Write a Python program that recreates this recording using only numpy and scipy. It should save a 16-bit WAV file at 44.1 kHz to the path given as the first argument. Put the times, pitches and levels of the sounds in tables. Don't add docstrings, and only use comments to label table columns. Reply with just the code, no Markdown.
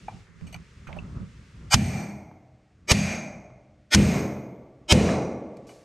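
import sys
import numpy as np
from scipy import signal
from scipy.io import wavfile

SR = 44100
rng = np.random.default_rng(int(sys.argv[2]) if len(sys.argv) > 2 else 0)


def master(y):
    cut = np.clip(np.atleast_2d(y).T, -1, 1)
    pcm = np.round(cut * 32767)
    wavfile.write(sys.argv[1], SR, pcm.astype(np.int16))


N = 257544
TIME = np.arange(N) / SR

# start_s, crack_db, swell_db, swell_tone_hz, swell_tone_db, thud_db, stand_and_low_tail_db,
# low_mid_tail_db, treble_tail_db, crack_below_700_hz_db
BLOWS = [(1.742, 13, -11.5, 2330, -22, -10, -20, -29, -10, -9.5),
         (2.916, 10.5, -12, 2250, -20, -1, -21.5, -28.5, -7, 5),
         (3.947, 10, -11.5, 1820, -17.5, -6.5, -14, -13, -5.5, -1.3),
         (4.922, 8.5, -10.5, 3143, -11.5, -3, -16, -7, -8, 4)]
# start_s, level_db, centre_hz, width_hz, t60_s, steel_ring_db, left_minus_right_db
TOUCHES = [(0.083, -27, 778, 260, 0.042, -58, -1), (0.081, -49, 2370, 120, 0.092, -70, .1),
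           (0.41, -47, 590, 890, 0.012, -52, -14), (0.468, -64, 2500, 1000, 0.14, -50, -6),
           (.526, -55, 2890, 884, 0.097, -43.5, 0), (0.543, -51, 2930, 900, 0.02, -34.5, -5),
           (0.548, -43, 810, 890, 0.05, -72, -4.5), (0.561, -59, 2950, 890, 0.014, -41.5, -4),
           (.870, -43.5, 1360, 500, 0.083, -55, -7), (.872, -45, 2410, 690, 0.073, -70, -2),
           (0.888, -47, 576, 710, 0.56, -68, -11.5), (.928, -35.5, 2300, 1100, 0.016, -69, 2),
           (0.964, -42.5, 620, 410, 0.095, -57, -14), (0.987, -40.5, 2650, 200, 0.046, -62, 4),
           (2.312, -45.5, 674, 584, 0.031, -79, -10), (3.502, -49, 695, 590, 0.036, -80, -8),
           (4.53, -51.5, 750, 600, 0.016, -76.5, 0.2), (4.56, -53, 695, 600, 0.014, -75, -2.1),
           (5.089, -18.5, 1100, 1200, 0.014, -70, -13), (5.569, -54.5, 4440, 6300, 0.024, -51.5, -2),
           (5.669, -57.5, 4420, 8200, 0.98, -74, -2), (5.69, -53, 790, 904, 0.14, -51, -1)]
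# pitch_hz, t60_s, width_hz, then level_db in blow 1, 2, 3 and 4
STEEL = [(608.5, 1.37, 174, -37, -30, -33.5, -39.5), (750, 1.3, 200, -32, -36.5, -52.5, -32.5),
         (1143.6, 2.6, 36, -72, -71.5, -56.5, -49), (2148, 1.005, 290, -33.5, -31, -30.5, -34),
         (2366, 0.77, 50, -27.5, -25.5, -34, -42.5), (2445, 0.77, 150, -35.5, -24.5, -29, -30),
         (2940, 0.31, 81.5, -31, -34.5, -33, -21.5), (3950, 0.62, 260, -45, -37.5, -34.5, -31.5),
         (4440, 0.62, 110, -34.5, -45.5, -55, -51), (4680, 0.53, 70, -42.5, -27.5, -55, -45),
         (5840, 0.73, 235, -34, -32, -37, -34), (6428, 0.67, 130, -29.5, -23, -26.5, -37.5),
         (7800, .6, 88.5, -40, -35.5, -43, -59.5), (8316, 0.6, 130, -29.5, -46, -32.5, -37.5),
         (11530, 0.6, 200, -36, -40.5, -39.5, -48.5), (12000, .45, 300, -44.5, -42.5, -40, -49)]
# frequency_hz, density_db (per Hz)
CRACK = [(180, -30.5), (300, -14), (424, -16.5), (1700, -10), (1840, -12), (2250, -6), (4210, -12),
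         (4570, -4.5), (6360, -8), (7020, -8.5), (15500, -34)]
# frequency_hz, side_minus_mid_db
WIDTH = [(60, -32.5), (250, -25), (500, -16.5), (2000, -8.5), (4500, -9.5), (8000, -9.5), (14000, 11.5)]
# start_s, level_db, pitch_hz
KNOCKS = [(0.04, -42.5, 162), (0.14, -36.5, 165), (0.287, -42, 166), (0.353, -43.5, 169),
          (0.417, -24.5, 170), (0.552, -33, 164), (0.872, -30, 143), (0.929, -30, 175), (.975, -28, 165.3),
          (1.08, -41.5, 165), (1.199, -27, 185.5)]


def amp(db):
    return 10 ** (np.asarray(db) / 20)


def at_hz(points, hz):
    points = np.array(points)
    return np.interp(np.log(hz), np.log(points[:, 0]), points[:, 1])


def sine(hz, start_s=0, phase=0.0):
    return np.sin(2 * np.pi * hz * (TIME - start_s) + phase)


def dying(start_s, t60_s, rise_s=0.00087):
    out = np.zeros(N)
    first = int(np.ceil(start_s * SR))
    since = TIME[first:first + int(1.6 * t60_s * SR)] - start_s
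    out[first:first + len(since)] = (1 - np.exp(-since / rise_s)) * amp(-60 * since / t60_s)
    return out


def after_blows(levels_db, t60_s, rise_s=0.00087):
    return sum(amp(db) * dying(blow[0], t60_s, rise_s) for blow, db in zip(BLOWS, levels_db))


def resonant(hz, width_hz, size=N):
    radius = np.exp(-np.pi * width_hz / SR)
    section = [1, 0, -1, 1, -2 * radius * np.cos(2 * np.pi * hz / SR), radius * radius]
    mid, side = signal.sosfilt([section, section], rng.standard_normal((2, size)))
    side = amp(at_hz(WIDTH, hz)) * side
    return (mid + side * [[1], [-1]]) / mid.std()


def bands(spectrum, wider_db=0):
    white = rng.standard_normal((2, 2, N))
    edges_hz = 22 * 2 ** (np.arange(30) / 3)
    out = []
    for k, (low, high) in enumerate(zip(edges_hz, edges_hz[1:])):
        hz = np.sqrt(low * high)
        level_db = at_hz(spectrum, hz)
        if level_db > -75:
            band_pass = signal.butter(2, [low, high], "band", fs=SR, output="sos")
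            mid, side = signal.sosfilt(band_pass, white[k % 2])
            side = amp(min(at_hz(WIDTH, hz) + wider_db, 0)) * side
            out.append((hz, amp(level_db) * (mid + side * [[1], [-1]])))
    total = sum(band for _, band in out).std()
    return [(hz, band / total) for hz, band in out]


def drift(per_s):
    knots_per_s = 40
    knots = rng.standard_normal(int(len(TIME) / SR * knots_per_s) + 2)
    low_pass = signal.butter(1, np.clip(per_s, 1, 15), fs=knots_per_s, output="sos")
    slow = signal.sosfiltfilt(low_pass, knots)
    return np.interp(TIME * knots_per_s, np.arange(len(slow)), slow / slow.std())


def sunk(creep_back_s=3.1):
    return np.max([(TIME > b[0]) * np.exp(-np.abs(TIME - b[0]) / creep_back_s) for b in BLOWS], axis=0)


def rumble(level_db=-48.5, sink_db=-11.5, lumps_db=5, lumps_per_s=3.9, with_knock_db=-16):
    # frequency_hz, density_db (per Hz)
    rumble_spectrum = [(12, -43), (20, -19.5), (65, -1.5), (145, -5.5), (182, -7), (368, -25.5), (448, -26),
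                       (849, -43), (1000, -36), (1300, -31.5), (2200, -120)]
    stirred = sum(amp(db + with_knock_db) * dying(s, 0.14, rise_s=0.0052) for s, db, _ in KNOCKS)
    level = amp(level_db + sink_db * sunk() + lumps_db * drift(lumps_per_s)) + stirred
    return level * sum(band for _, band in bands(rumble_spectrum, wider_db=8.0))


def hiss(level_db=-60, sink_db=-16.5, airy_above_hz=2500, airy_sink_db=-0.5):
    # frequency_hz, density_db (per Hz)
    hiss_spectrum = [(240, -24), (400, 3), (480, -3), (817, -18), (1050, -3), (2170, -1.5), (3500, -9.5),
                     (5500, -10), (7800, -12.5), (9300, -25.5), (12800, -30.5), (14500, -74)]
    late_return_s, return_length_s = 5.06, 1.2
    dip_s, dip_length_s, dip_db = 0.31, 0.081, -6
    down = sunk() * np.clip(1 - (TIME - late_return_s) / return_length_s, 0, 1)
    dip = np.exp(-((TIME - dip_s) / dip_length_s) ** 2)
    bright_start_db = (TIME < dip_s) * (3.75 - 2.5 * dip)
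    airy = amp(airy_sink_db * down + bright_start_db + dip_db * dip)
    noise = sum(band * (airy if hz > airy_above_hz else 1) for hz, band in bands(hiss_spectrum, wider_db=2.0))
    return amp(level_db + sink_db * down) * noise


def hall_tail(tilt_db_per_octave=6.5):
    # frequency_hz, density_db (per Hz)
    tail_spectrum = [(24, -46), (40, -20.5), (63, 9.5), (188, 6.5), (577, -6), (881, -15.5), (1600, -18),
                     (2390, -13.5), (3220, -24), (6480, -33), (8500, -35), (10400, -43.5), (13000, -53.5),
                     (15500, -85)]
    # frequency_hz, t60_s
    hall_decay = [(50, 0.5), (200, 1.185), (600, 1.48), (1500, 0.79), (3000, 0.45), (6000, 0.64),
                  (12000, 0.24)]
    out = np.zeros((2, N))
    for hz, band in bands(tail_spectrum):
        tilt_db = tilt_db_per_octave * np.log2(max(hz / 1600, 1))
        levels_db = []
        for *_, low_db, mid_db, treble_db, _ in BLOWS:
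            weights = [(150, low_db), (550, mid_db), (1600, treble_db)]
            levels_db.append(at_hz(weights, hz) + tilt_db)
        out += after_blows(levels_db, at_hz(hall_decay, hz)) * band
    return out


def knocks(knock_t60_s=0.24, left_share=0.04):
    # start_s, level_db, pitch_hz, t60_s
    first_blow_jolt = (1.74, -8, 140, 0.066)
    out = np.zeros(N)
    for s, db, hz, t60_s in [(*row, knock_t60_s) for row in KNOCKS] + [first_blow_jolt]:
        out += amp(db) * dying(s, t60_s, rise_s=0.0065) * sine(hz, s)
        out += amp(db - 3.5) * dying(s, 0.053, rise_s=0.0044) * sine(23.0, s)
    return out * [[left_share], [1]]


def touches(echo_db=-24.0, echo_t60_s=0.45, ping_db=3.0):
    out = np.zeros((2, N))
    for s, db, hz, width_hz, t60_s, _, pan_db in TOUCHES:
        span = slice(int(s * SR), int(s * SR) + SR)
        shape = (dying(s, t60_s, rise_s=0.00062) + amp(echo_db) * dying(s, echo_t60_s))[span]
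        scuff = shape * resonant(hz, width_hz, size=SR)[:, :len(shape)]
        ping_level = amp(ping_db) * np.exp(-width_hz / hz)
        ping = ping_level * (dying(s, t60_s, rise_s=0.00017) * sine(hz, s))[span]
        out[:, span] += amp(db + pan_db * np.array([[.5], [-.5]])) * (scuff + ping)
    return out


def stand_boom():
    # pitch_hz, relative_level_db, t60_s, width_hz
    stand_modes = [(85.7, -2, 0.88, 14), (127.7, -11, 1.8, 11), (165.3, 2, 0.79, 34),
                   (203.6, 2.5, 1.03, 3.3), (236.3, 0, 0.83, 17), (305.2, -20, 1.9, 2.8),
                   (411, -21, 0.43, 5.4), (623.2, -17.5, 1.585, 32)]
    out = np.zeros((2, N))
    for hz, db, t60_s, width_hz in stand_modes:
        levels_db = [blow[6] + db - 5.5 for blow in BLOWS]
        out += after_blows(levels_db, t60_s, rise_s=.025) * resonant(hz, width_hz)
    return out


def thuds(thud_hz=89, t60_s=0.045):
    thud = sum(amp(b[5]) * dying(b[0], t60_s) * sine(thud_hz, b[0], phase=1.0) for b in BLOWS)
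    return -thud * np.ones((2, 1))


def steel_ring():
    out = np.zeros((2, N))
    touched = sum(amp(t[5]) * dying(t[0], t[4] + 0.0045) for t in TOUCHES)
    for hz, t60_s, width_hz, *levels_db in STEEL:
        touch_db = levels_db[0] + 21.0 - 1.3 * np.log2(hz / 4000)
        shape = after_blows(levels_db, t60_s) + amp(touch_db) * touched
        out += shape * resonant(hz, max(width_hz, 12))
    return out


def clear_ring():
    clear_pitches = [11935, 12066, 13921]
    # t60_s, then level_db in blow 1, 2, 3 and 4
    clear_decays = [(.8, -37.5, -57.5, -30, -56), (.8, -45.5, -62.5, -43.5, -59),
                    (.35, -60.5, -59, -35.5, -50)]
    out = np.zeros((2, N))
    out_of_step = np.array([[0], [1.5]])
    for hz, (t60_s, *levels_db) in zip(clear_pitches, clear_decays):
        out += after_blows(levels_db, t60_s) * sine(hz, phase=out_of_step)
    return out


def swells(length_s=0.047, power=2.48, at_modes_db=6.5, spread_db=6.5, tilt_db=-0.2, count=150):
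    out = np.zeros((2, N))
    for k, (s, _, swell_db, tone_hz, tone_db, *_, body_db) in enumerate(BLOWS):
        span = slice(int((s - length_s) * SR), int(s * SR))
        time = TIME[span]
        place, phase, size, side = rng.random((count, 4)).T[:, :, None]
        hz = 200 + 15050 * place ** 1.6
        tones_db = at_hz(CRACK, hz) + body_db * (hz < 700) + tilt_db * np.log2(hz / 4000)
        tones_db = tones_db - spread_db * np.log(size + 0.099)
        tones = amp(tones_db) * np.sin(2 * np.pi * (hz * time + phase))
        mid = tones.sum(axis=0)
        off_centre = (tones * amp(at_hz(WIDTH, hz) - 2.5) * (2 * side - 1)).sum(axis=0)
        cluster = amp(swell_db) * (mid + off_centre * [[1], [-1]]) / mid.std()
        at_modes = sum(amp(mode[3 + k] + at_modes_db) * np.sin(2 * np.pi * mode[0] * time) for mode in STEEL)
        tone = amp(tone_db) * np.sin(2 * np.pi * tone_hz * time)
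        climb = np.abs(1 + (time - s) / length_s) ** power
        out[:, span] += climb * (cluster + at_modes + tone)
    return out


def cracks(t60_s=.036):
    bright = after_blows([blow[1] for blow in BLOWS], t60_s, rise_s=0.002)
    body = after_blows([blow[1] + blow[-1] for blow in BLOWS], t60_s, rise_s=0.002)
    return sum(band * (body if hz < 700 else bright) for hz, band in bands(CRACK))


def scene():
    background = rumble() + hiss() + hall_tail()
    small_sounds = knocks() + touches()
    ringing = stand_boom() + thuds() + steel_ring() + clear_ring()
    return background + small_sounds + ringing + swells() + cracks()


def narrow(x):
    bass_closes_s, mids_close_s = 1.78, 2.2
    bass_db_per_s, mids_db_per_s, easing_db_per_s = -750, -200, -14
    bass_db = bass_db_per_s * np.clip(TIME - bass_closes_s, 0, .3)
    mids_db = mids_db_per_s * np.clip(TIME - mids_close_s, 0, .3)
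    mids_db += easing_db_per_s * np.clip(TIME - bass_closes_s, 0, .5)
    side = (x[0] - x[1]) / 2
    bass = signal.sosfiltfilt(signal.butter(4, 280, fs=SR, output="sos"), side)
    below_top = signal.sosfiltfilt(signal.butter(4, 10200, fs=SR, output="sos"), side)
    side = amp(bass_db) * bass + amp(mids_db) * (below_top - bass) + side - below_top
    return x.mean(axis=0) + side * [[1], [-1]]


def record(dry, split_hz=330, release_db_s=85, dull_hz=9000, cutoff_hz=15850):
    limit_db, attack_s, top = -6, .0012, .93
    bass = signal.sosfiltfilt(signal.butter(1, split_hz, fs=SR, output="sos"), dry)
    rest = dry - bass
    over_db = np.maximum(20 * np.log10(np.abs(rest).max(axis=0) + 1e-9) - limit_db, 0)
    held_db = np.maximum.accumulate(over_db + release_db_s * TIME) - release_db_s * TIME
    keep = np.exp(-1 / (attack_s * SR))
    cut_db = signal.lfilter([1 - keep], [1, -keep], np.maximum(held_db, 0))
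    clipped = top * np.tanh((bass + amp(-cut_db) * rest) / top)
    dull = signal.sosfilt(signal.butter(1, dull_hz, fs=SR, output="sos"), clipped)
    steep_cut = signal.cheby2(18, 70, cutoff_hz, fs=SR, output="sos")
    return signal.sosfilt(steep_cut, narrow(dull))


dry = scene()
out = record(dry)
master(out)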